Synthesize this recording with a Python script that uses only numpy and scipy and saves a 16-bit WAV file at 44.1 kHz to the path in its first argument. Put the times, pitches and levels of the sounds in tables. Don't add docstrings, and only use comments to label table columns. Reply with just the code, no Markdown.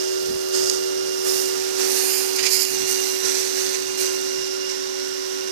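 import sys
import numpy as np
from scipy import signal
from scipy.fft import rfft, irfft, next_fast_len
from scipy.io import wavfile
from scipy.ndimage import map_coordinates

SR = 44100
rng = np.random.default_rng(int(sys.argv[2]) if len(sys.argv) > 2 else 0)


def master_out(mix):
    frames = np.transpose(np.atleast_2d(mix))
    ceiling = np.clip(frames, -1, 1)
    pcm = np.round(ceiling * 32767).astype(np.int16)
    wavfile.write(sys.argv[1], SR, pcm)


N = 243331
TIME = np.arange(N) / SR
FFT_SIZE = next_fast_len(N, True)
BINS_HZ = np.maximum(np.fft.rfftfreq(FFT_SIZE, 1 / SR), 1)


def from_db(db):
    return 10 ** (np.asarray(db) / 20)


def rms_one(x):
    return x / np.sqrt(np.mean(x ** 2) + 1e-20)


def in_time(rows):
    s, *columns = np.transpose(rows)
    return [np.interp(TIME, s, c) for c in columns]


def at_bins(points):
    hz, value = np.transpose(points)
    return np.interp(np.log(BINS_HZ), np.log(hz), value)


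def swells(rows):
    return sum(from_db(db) * np.exp(-.5 * ((TIME - s) / half) ** 2) for s, db, half in rows)


def drift(corner_hz):
    step = 20
    pole = np.exp(-2 * np.pi * corner_hz * step / SR)
    slow = signal.lfilter([1], [1, -2 * pole, pole * pole], rng.standard_normal(N // step + 3002))[3000:]
    return np.interp(np.arange(N) / step, np.arange(len(slow)), rms_one(slow))


def drops(per_s, spread_db, smooth):
    sizes = from_db(spread_db * np.minimum(rng.exponential(1, (2, N)), 4))
    hits = (rng.random((2, N)) < per_s / SR) * sizes * rng.choice([-1, 1], (2, N))
    return rms_one(hits) + smooth * rng.standard_normal((2, N))


# frequency in Hz, left minus right in dB.
LEFT_SHADE = [(60, 0.5), (250, -1.5), (600, -4), (1400, -5), (1750, -3), (2300, -11), (3000, -10),
              (3800, -26.5), (5000, -32), (9000, -31.5), (10500, -25), (12000, -15.5), (14500, -22.5)]
# frequency in Hz, correlation coefficient.
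CORRELATION = [(30, 0.14), (125, -0.77), (300, -0.72), (600, -0.52), (1200, -0.28), (2200, 0.098),
               (14000, 0.45)]
def coloured(pair, spectrum):
    mid, side = rfft(pair, FFT_SIZE) * from_db(at_bins(spectrum))
    alike = at_bins(CORRELATION)
    mid, side = mid * np.sqrt(1 + alike), side * np.sqrt(1 - alike)
    left = (mid + side) * from_db(at_bins(LEFT_SHADE))
    stereo = irfft(np.array([left, mid - side]), FFT_SIZE)[:, :N]
    return stereo / np.std(stereo[1])


def resonant(centre_hz, width_hz):
    pole = np.exp(-np.pi * width_hz / SR)
    noise = rng.standard_normal((2, N)) + 1j * rng.standard_normal((2, N))
    envelope = signal.lfilter([1], [1, -2 * pole, pole * pole], noise)
    phase = 2 * np.pi * np.cumsum(centre_hz * np.ones(N)) / SR
    shade_db = np.interp(np.mean(centre_hz), *np.transpose(LEFT_SHADE))
    return rms_one((envelope * np.exp(1j * phase)).real) * from_db([[shade_db], [0]])


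STANCE_TIMES = [0.84, 2.17, 4.58]
def harmonics(angle, table, waver_db, jitter):
    total = np.zeros((2, N))
    for multiple, *stance_db, pan_db, lead in table:
        unrest = min(1, round(multiple) / 8)
        phase = round(multiple) * angle + unrest * jitter * drift(8.9)
        level_db = np.interp(TIME, STANCE_TIMES, stance_db) + unrest * waver_db * drift(11.0)
        total += from_db([level_db + pan_db, level_db]) * np.sqrt(2) * np.sin([phase + lead, phase])
    return total


def whine(hz, wobble_hz, lead, flutter_db):
    phase = 2 * np.pi * np.cumsum(hz + wobble_hz * drift(14.5)) / SR
    return from_db(flutter_db * drift(22)) * np.sqrt(2) * np.sin([phase + lead, phase])


# time in seconds, left and right levels in dB.
HUM_LEVEL = [(0, -27, -24.5), (.35, -28, -25), (1.2, -28.5, -25), (1.75, -31, -25), (2.45, -30, -24.5),
             (2.68, -32.5, -27), (2.85, -31, -26), (4.3, -31.5, -27), (5.5, -31.5, -26.5)]
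# multiple of shaft speed, level at each of the three stances
# in dB re the hum, left minus right in dB, left phase lead in radians.
MOTOR_ORDERS = [(1, 0.5, 0, -0.5, 0.5, 2.5), (2, -28, -19, -30, -2, -2), (11, -28, -21.5, -27, -5, -2)]
PUMP_ORDERS = [(3, -21, -17, -17.5, 3, 3.0), (4, -33, -32, -45, -2, -3.5), (5, -14.5, -16, -23.5, -6, 2.5),
               (6, -15.5, -23.5, -16, -3, -3), (7, -23.5, -28.5, -30.5, 5, -2.5),
               (9, -35, -25, -31.5, 1.5, 1.5), (10, -28, -20.5, -37, -6.5, 3.5),
               (11, -38, -24.5, -24.5, -2, 2.0), (12, -38, -24, -21, 2.5, 3.5),
               (13, -22, -24, -33, -4.5, 3), (15, -24.5, -33, -29, -2, -2.5), (16, -47, -31, -23, 3.5, -2),
               (17, -28, -52, -40, -1, -3.0)]
# frequency and wobble in Hz, level in dB re the hum,
# left minus right in dB, left phase lead in radians.
WHINE_TONES = [(284.6, 4.12, -22.5, 3.5, 2.88), (1406, 3.87, -22, -7.5, 3), (2730, 7.3, -34, -16, 1.0)]
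# frequency in Hz, relative spectral density in dB.
FAN_SPECTRUM = [(20, -40), (60, -17), (120, -7.5), (200, -4), (300, 0), (450, 1.5), (650, -6), (1000, -5),
                (1500, -4), (2200, -9), (4000, -12.5), (9000, -48)]
GEAR_RATIO = 45 / 11
def washer(angle):
    hum = from_db(np.array(in_time(HUM_LEVEL)) + hum_lift())
    motor = harmonics(angle, MOTOR_ORDERS, waver_db=5.0, jitter=0.22)
    pump = harmonics(angle / GEAR_RATIO, PUMP_ORDERS, waver_db=2.5, jitter=0.3)
    whines = sum(from_db([[db + pan_db], [db]]) * whine(hz, wobble_hz, lead, flutter_db=4.0)
                 for hz, wobble_hz, db, pan_db, lead in WHINE_TONES)
    fan = from_db(-13.0) * coloured(rng.standard_normal((2, N)), FAN_SPECTRUM)
    return hum * (motor + pump + whines) + hum[1] * fan


# time in seconds, level in dB.
WHISTLE_CURVE = [(0, -43), (1.42, -41.5), (1.6, -45), (2.05, -39), (2.7, -40), (3.07, -34.5), (3.25, -43.5),
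                 (3.5, -48.5), (3.7, -45), (4.07, -39), (4.6, -42), (4.95, -45), (5.5, -44)]
WHISTLE_HZ = 2805
def whistle():
    level_db, = in_time(WHISTLE_CURVE)
    tone = from_db([[-7], [0]]) * whine(WHISTLE_HZ, wobble_hz=8, lead=1.7, flutter_db=2.5)
    return from_db(level_db) * (tone + from_db(-4) * resonant(WHISTLE_HZ, width_hz=120))


# frequency in Hz, relative spectral density in dB.
NOZZLE_SPECTRUM = [(500, -44), (2500, -20), (3500, -10), (4200, -7), (4900, -5.5), (5250, -3.5),
                   (5550, -2.5), (6100, -3.5), (6800, -12), (8000, -18.5), (12000, -25.5)]
# time in seconds, centre in Hz, level in dB re the hiss.
SIZZLE_BAND = [(0, 5350, -11), (1.2, 5530, -5), (1.7, 5560, -15), (2.5, 4925, -7.5), (2.75, 5840, -10),
               (3.3, 5940, -8), (4.05, 5910, -17), (4.4, 5484, -3), (5.5, 5580, -6)]
def free_jet(nozzle_gain, hiss_gain):
    centre_hz, sizzle_db = in_time(SIZZLE_BAND)
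    nozzle = nozzle_gain * coloured(drops(9000, 2.1, smooth=1.0), NOZZLE_SPECTRUM)
    sizzle = hiss_gain * from_db(sizzle_db) * resonant(centre_hz, width_hz=720)
    return nozzle + sizzle


# frequency in Hz, relative spectral density in dB.
SPLASH_SPECTRUM = [(200, -60), (1500, -26), (3300, -16), (4200, -4.5), (4900, 0), (6200, 0.5), (7200, -5),
                   (8500, -8.5), (12000, -22.5)]
DRUM_SPECTRUM = [(60, -38), (300, -23), (700, -5.5), (1400, -5.5), (2000, -0.5), (2700, 1), (3500, -0.5),
                 (5000, -11), (9000, -43)]
MIST_SPECTRUM = [(400, -62), (4000, -20), (7000, 1.5), (8500, 2.5), (10000, 3), (11000, 1.5), (12500, 1.5),
                 (14400, 0.5)]
def spray(drum_gain, splash_gain, mist_gain):
    splash = splash_gain * coloured(drops(5000, 3.5, smooth=0.52), SPLASH_SPECTRUM)
    drumming = drum_gain * coloured(drops(4000, 2.3, smooth=0.86), DRUM_SPECTRUM)
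    mist = mist_gain * coloured(drops(7000, 3.9, smooth=0.89), MIST_SPECTRUM)
    return splash + drumming + mist


def delayed(x, delay_s):
    return np.array([map_coordinates(side, [np.arange(N) - delay_s * SR], order=3) for side in x])


# time in seconds, comb spacing in Hz, relative echo gain.
GLASS_ECHO = [(0, 1690, .33), (.8, 1630, 0.4), (1.5, 1790, .15), (1.9, 2000, .15), (2.16, 2390, 0.46),
              (2.3, 2120, .15), (2.52, 2366, 0.38), (2.66, 2420, 0.7), (2.77, 1960, 0.4),
              (2.95, 2100, 0.26), (3.2, 1920, 0.34), (3.65, 2060, 0.23), (4.05, 2060, 0.33),
              (4.4, 1860, 0.3), (5.5, 1897, 0.3)]
def reflected(x):
    spacing_hz, glass_gain = in_time(GLASS_ECHO)
    panel_gain, panel_delay_s = .17, 0.001109
    glass = glass_gain * delayed(x, 1 / spacing_hz)
    panels = panel_gain * delayed(x, panel_delay_s * (1 + 0.081 * drift(2.2)))
    return (x + glass + panels) / np.sqrt(1 + glass_gain ** 2 + panel_gain ** 2)


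# time in seconds, relative drumming, splash and mist in dB.
STEADY_WASH = [(0, -45.5, -31.5, -45), (.35, -52.5, -34.5, -42), (1.05, -49, -34, -44.5),
               (1.6, -43, -31.5, -40.5), (2.7, -41.5, -29.5, -38), (3.6, -42.5, -31.5, -38),
               (3.9, -44.5, -32, -44), (4.2, -44, -32, -42.5), (4.6, -46, -34, -49), (5.5, -45, -34.5, -46)]
LAYER_GAINS_DB = [[6.5], [5.0], [7.5]]
def jet(angle):
    power = from_db(in_time(STEADY_WASH)) ** 2 + surge_power() + cowl_power()
    power[2] += cloud_power()
    drum_gain, hiss_gain, mist_gain = np.sqrt(power) * from_db(LAYER_GAINS_DB)
    nozzle_gain = np.minimum(from_db(-31), 0.87 * hiss_gain)
    splash_gain = np.sqrt(hiss_gain ** 2 - nozzle_gain ** 2)
    airborne = free_jet(nozzle_gain, hiss_gain)
    impacts = spray(drum_gain, splash_gain, mist_gain)
    knocks = cowl_ring()
    strokes = np.sin(3 * angle / GEAR_RATIO)
    pressure = from_db(0.22 * strokes + 0.62 * drift(63))
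    return pressure * (airborne + knocks + spits() + reflected(impacts))


# peak time in seconds, level in dB, half length in seconds.
AIR_PUFFS = [(.24, -46, .03), (.303, -32.5, 0.013), (.355, -39, 0.017), (.63, -45.5, 0.037),
             (1.05, -50, 0.042), (2.43, -46, .015), (2.73, -43, 0.027), (2.83, -40, 0.033),
             (3.25, -42, 0.013), (3.68, -45, 0.025), (3.89, -49, .035), (4.39, -43, .022)]
# frequency in Hz, relative spectral density in dB.
WIND_SPECTRUM = [(20, -11), (50, -4), (110, 0), (200, -1), (350, -6), (900, -43)]
def wind():
    rumble = coloured(rng.standard_normal((2, N)), WIND_SPECTRUM)
    return swells(AIR_PUFFS) * rumble * from_db([[-15], [0]])


def since(s):
    return np.maximum(TIME - s, 0)


def onset(s):
    return np.minimum(since(s) / ATTACK_S, 1)


# start and hold in seconds, relative drumming, splash and mist
# in dB, hum lift in dB.
JET_SURGES = [(0.517, 0.2, -48, -28.5, -40.5, 5), (1.24, 0.15, -45, -29.5, -37, 4.5),
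              (1.77, 0.41, -39, -29, -36.5, 4), (2.715, 0.11, -47, -34.5, -45, 2),
              (2.861, .22, -46, -31, -36.5, 2), (3.221, 0.21, -41, -28, -40, 3.5),
              (3.549, .13, -42, -30.5, -40.5, 2), (3.971, .08, -42.5, -29, -38.5, 4),
              (4.67, .04, -48, -37.5, -60, .3)]
ATTACK_S, OVERSHOOT, SETTLE_S, RELEASE_S, HUM_SETTLE_S = 0.032, 0.82, 0.044, 0.12, 0.25
def surge_power():
    power = np.zeros((3, N))
    for s, hold_s, *layer_db, _ in JET_SURGES:
        settling = 1 + OVERSHOOT * np.exp(-since(s) / SETTLE_S)
        release = np.exp(-since(s + hold_s) / RELEASE_S)
        power += np.outer(from_db(layer_db), onset(s) * settling * release) ** 2
    return power


def hum_lift():
    return sum(lift_db * onset(s) * np.exp(-since(s + ATTACK_S) / HUM_SETTLE_S)
               for s, *_, lift_db in JET_SURGES)


# start in seconds, level in dB, decay time in seconds.
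EDGE_SPITS = [(.551, -19, .003), (.698, -5.5, .002), (2.471, -17, .002), (2.619, -11, .003),
              (2.651, -7, .0012), (2.792, -17, .0015)]
def spits():
    bursts = sum(from_db(db) * (TIME >= s) * np.exp(-since(s) / decay) for s, db, decay in EDGE_SPITS)
    return bursts * coloured(rng.standard_normal((2, N)), SPLASH_SPECTRUM)


# peak time in seconds, relative level in dB, half length in seconds.
MIST_CLOUDS = [(1.36, -32.5, 0.11), (2.08, -26.5, 0.15), (2.7, -31.5, 0.04), (2.91, -30.5, .025),
               (4.01, -31.5, 0.022)]
def cloud_power():
    return swells(MIST_CLOUDS) ** 2


# peak time and half length in seconds,
# relative knock, splash and mist in dB.
COWL_STRIKES = [(2.364, .007, -42, -26, -31), (2.395, 0.012, -30.5, -26.5, -38),
                (2.443, 0.016, -31, -24.5, -34), (2.469, 0.0094, -28, -21.5, -35),
                (2.54, 0.033, -36.5, -21.5, -23.5), (2.617, 0.025, -40, -23.5, -25.5),
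                (3.748, 0.011, -37, -27.5, -51)]
def cowl_ring():
    knocks = swells([(s, knock_db, half) for s, half, knock_db, *_ in COWL_STRIKES])
    return knocks * resonant(centre_hz=2307, width_hz=730)


def cowl_power():
    return sum(np.outer(from_db([knock_db - 1, splash_db, mist_db]), swells([(s, 0, half)])) ** 2
               for s, half, knock_db, splash_db, mist_db in COWL_STRIKES)


# time in seconds, turns per second.
MOTOR_SPEED = [(0, 377.2), (1.1, 377.4), (1.6, 378.1), (2.2, 378.6), (2.9, 378.7), (3.5, 378.3),
               (3.9, 377.6), (4.5, 378.0), (5.5, 377.8)]
def scene():
    turns_per_s, = in_time(MOTOR_SPEED)
    angle = 2 * np.pi * np.cumsum(turns_per_s) / SR
    return washer(angle) + whistle() + jet(angle) + wind()


def record(dry):
    ceiling, cutoff_hz = .95, 14520
    rounded = dry / (1 + (dry / ceiling) ** 6) ** (1 / 6)
    return signal.sosfilt(signal.ellip(16, .1, 90, cutoff_hz, fs=SR, output="sos"), rounded)


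dry = scene()
out = record(dry)
master_out(out)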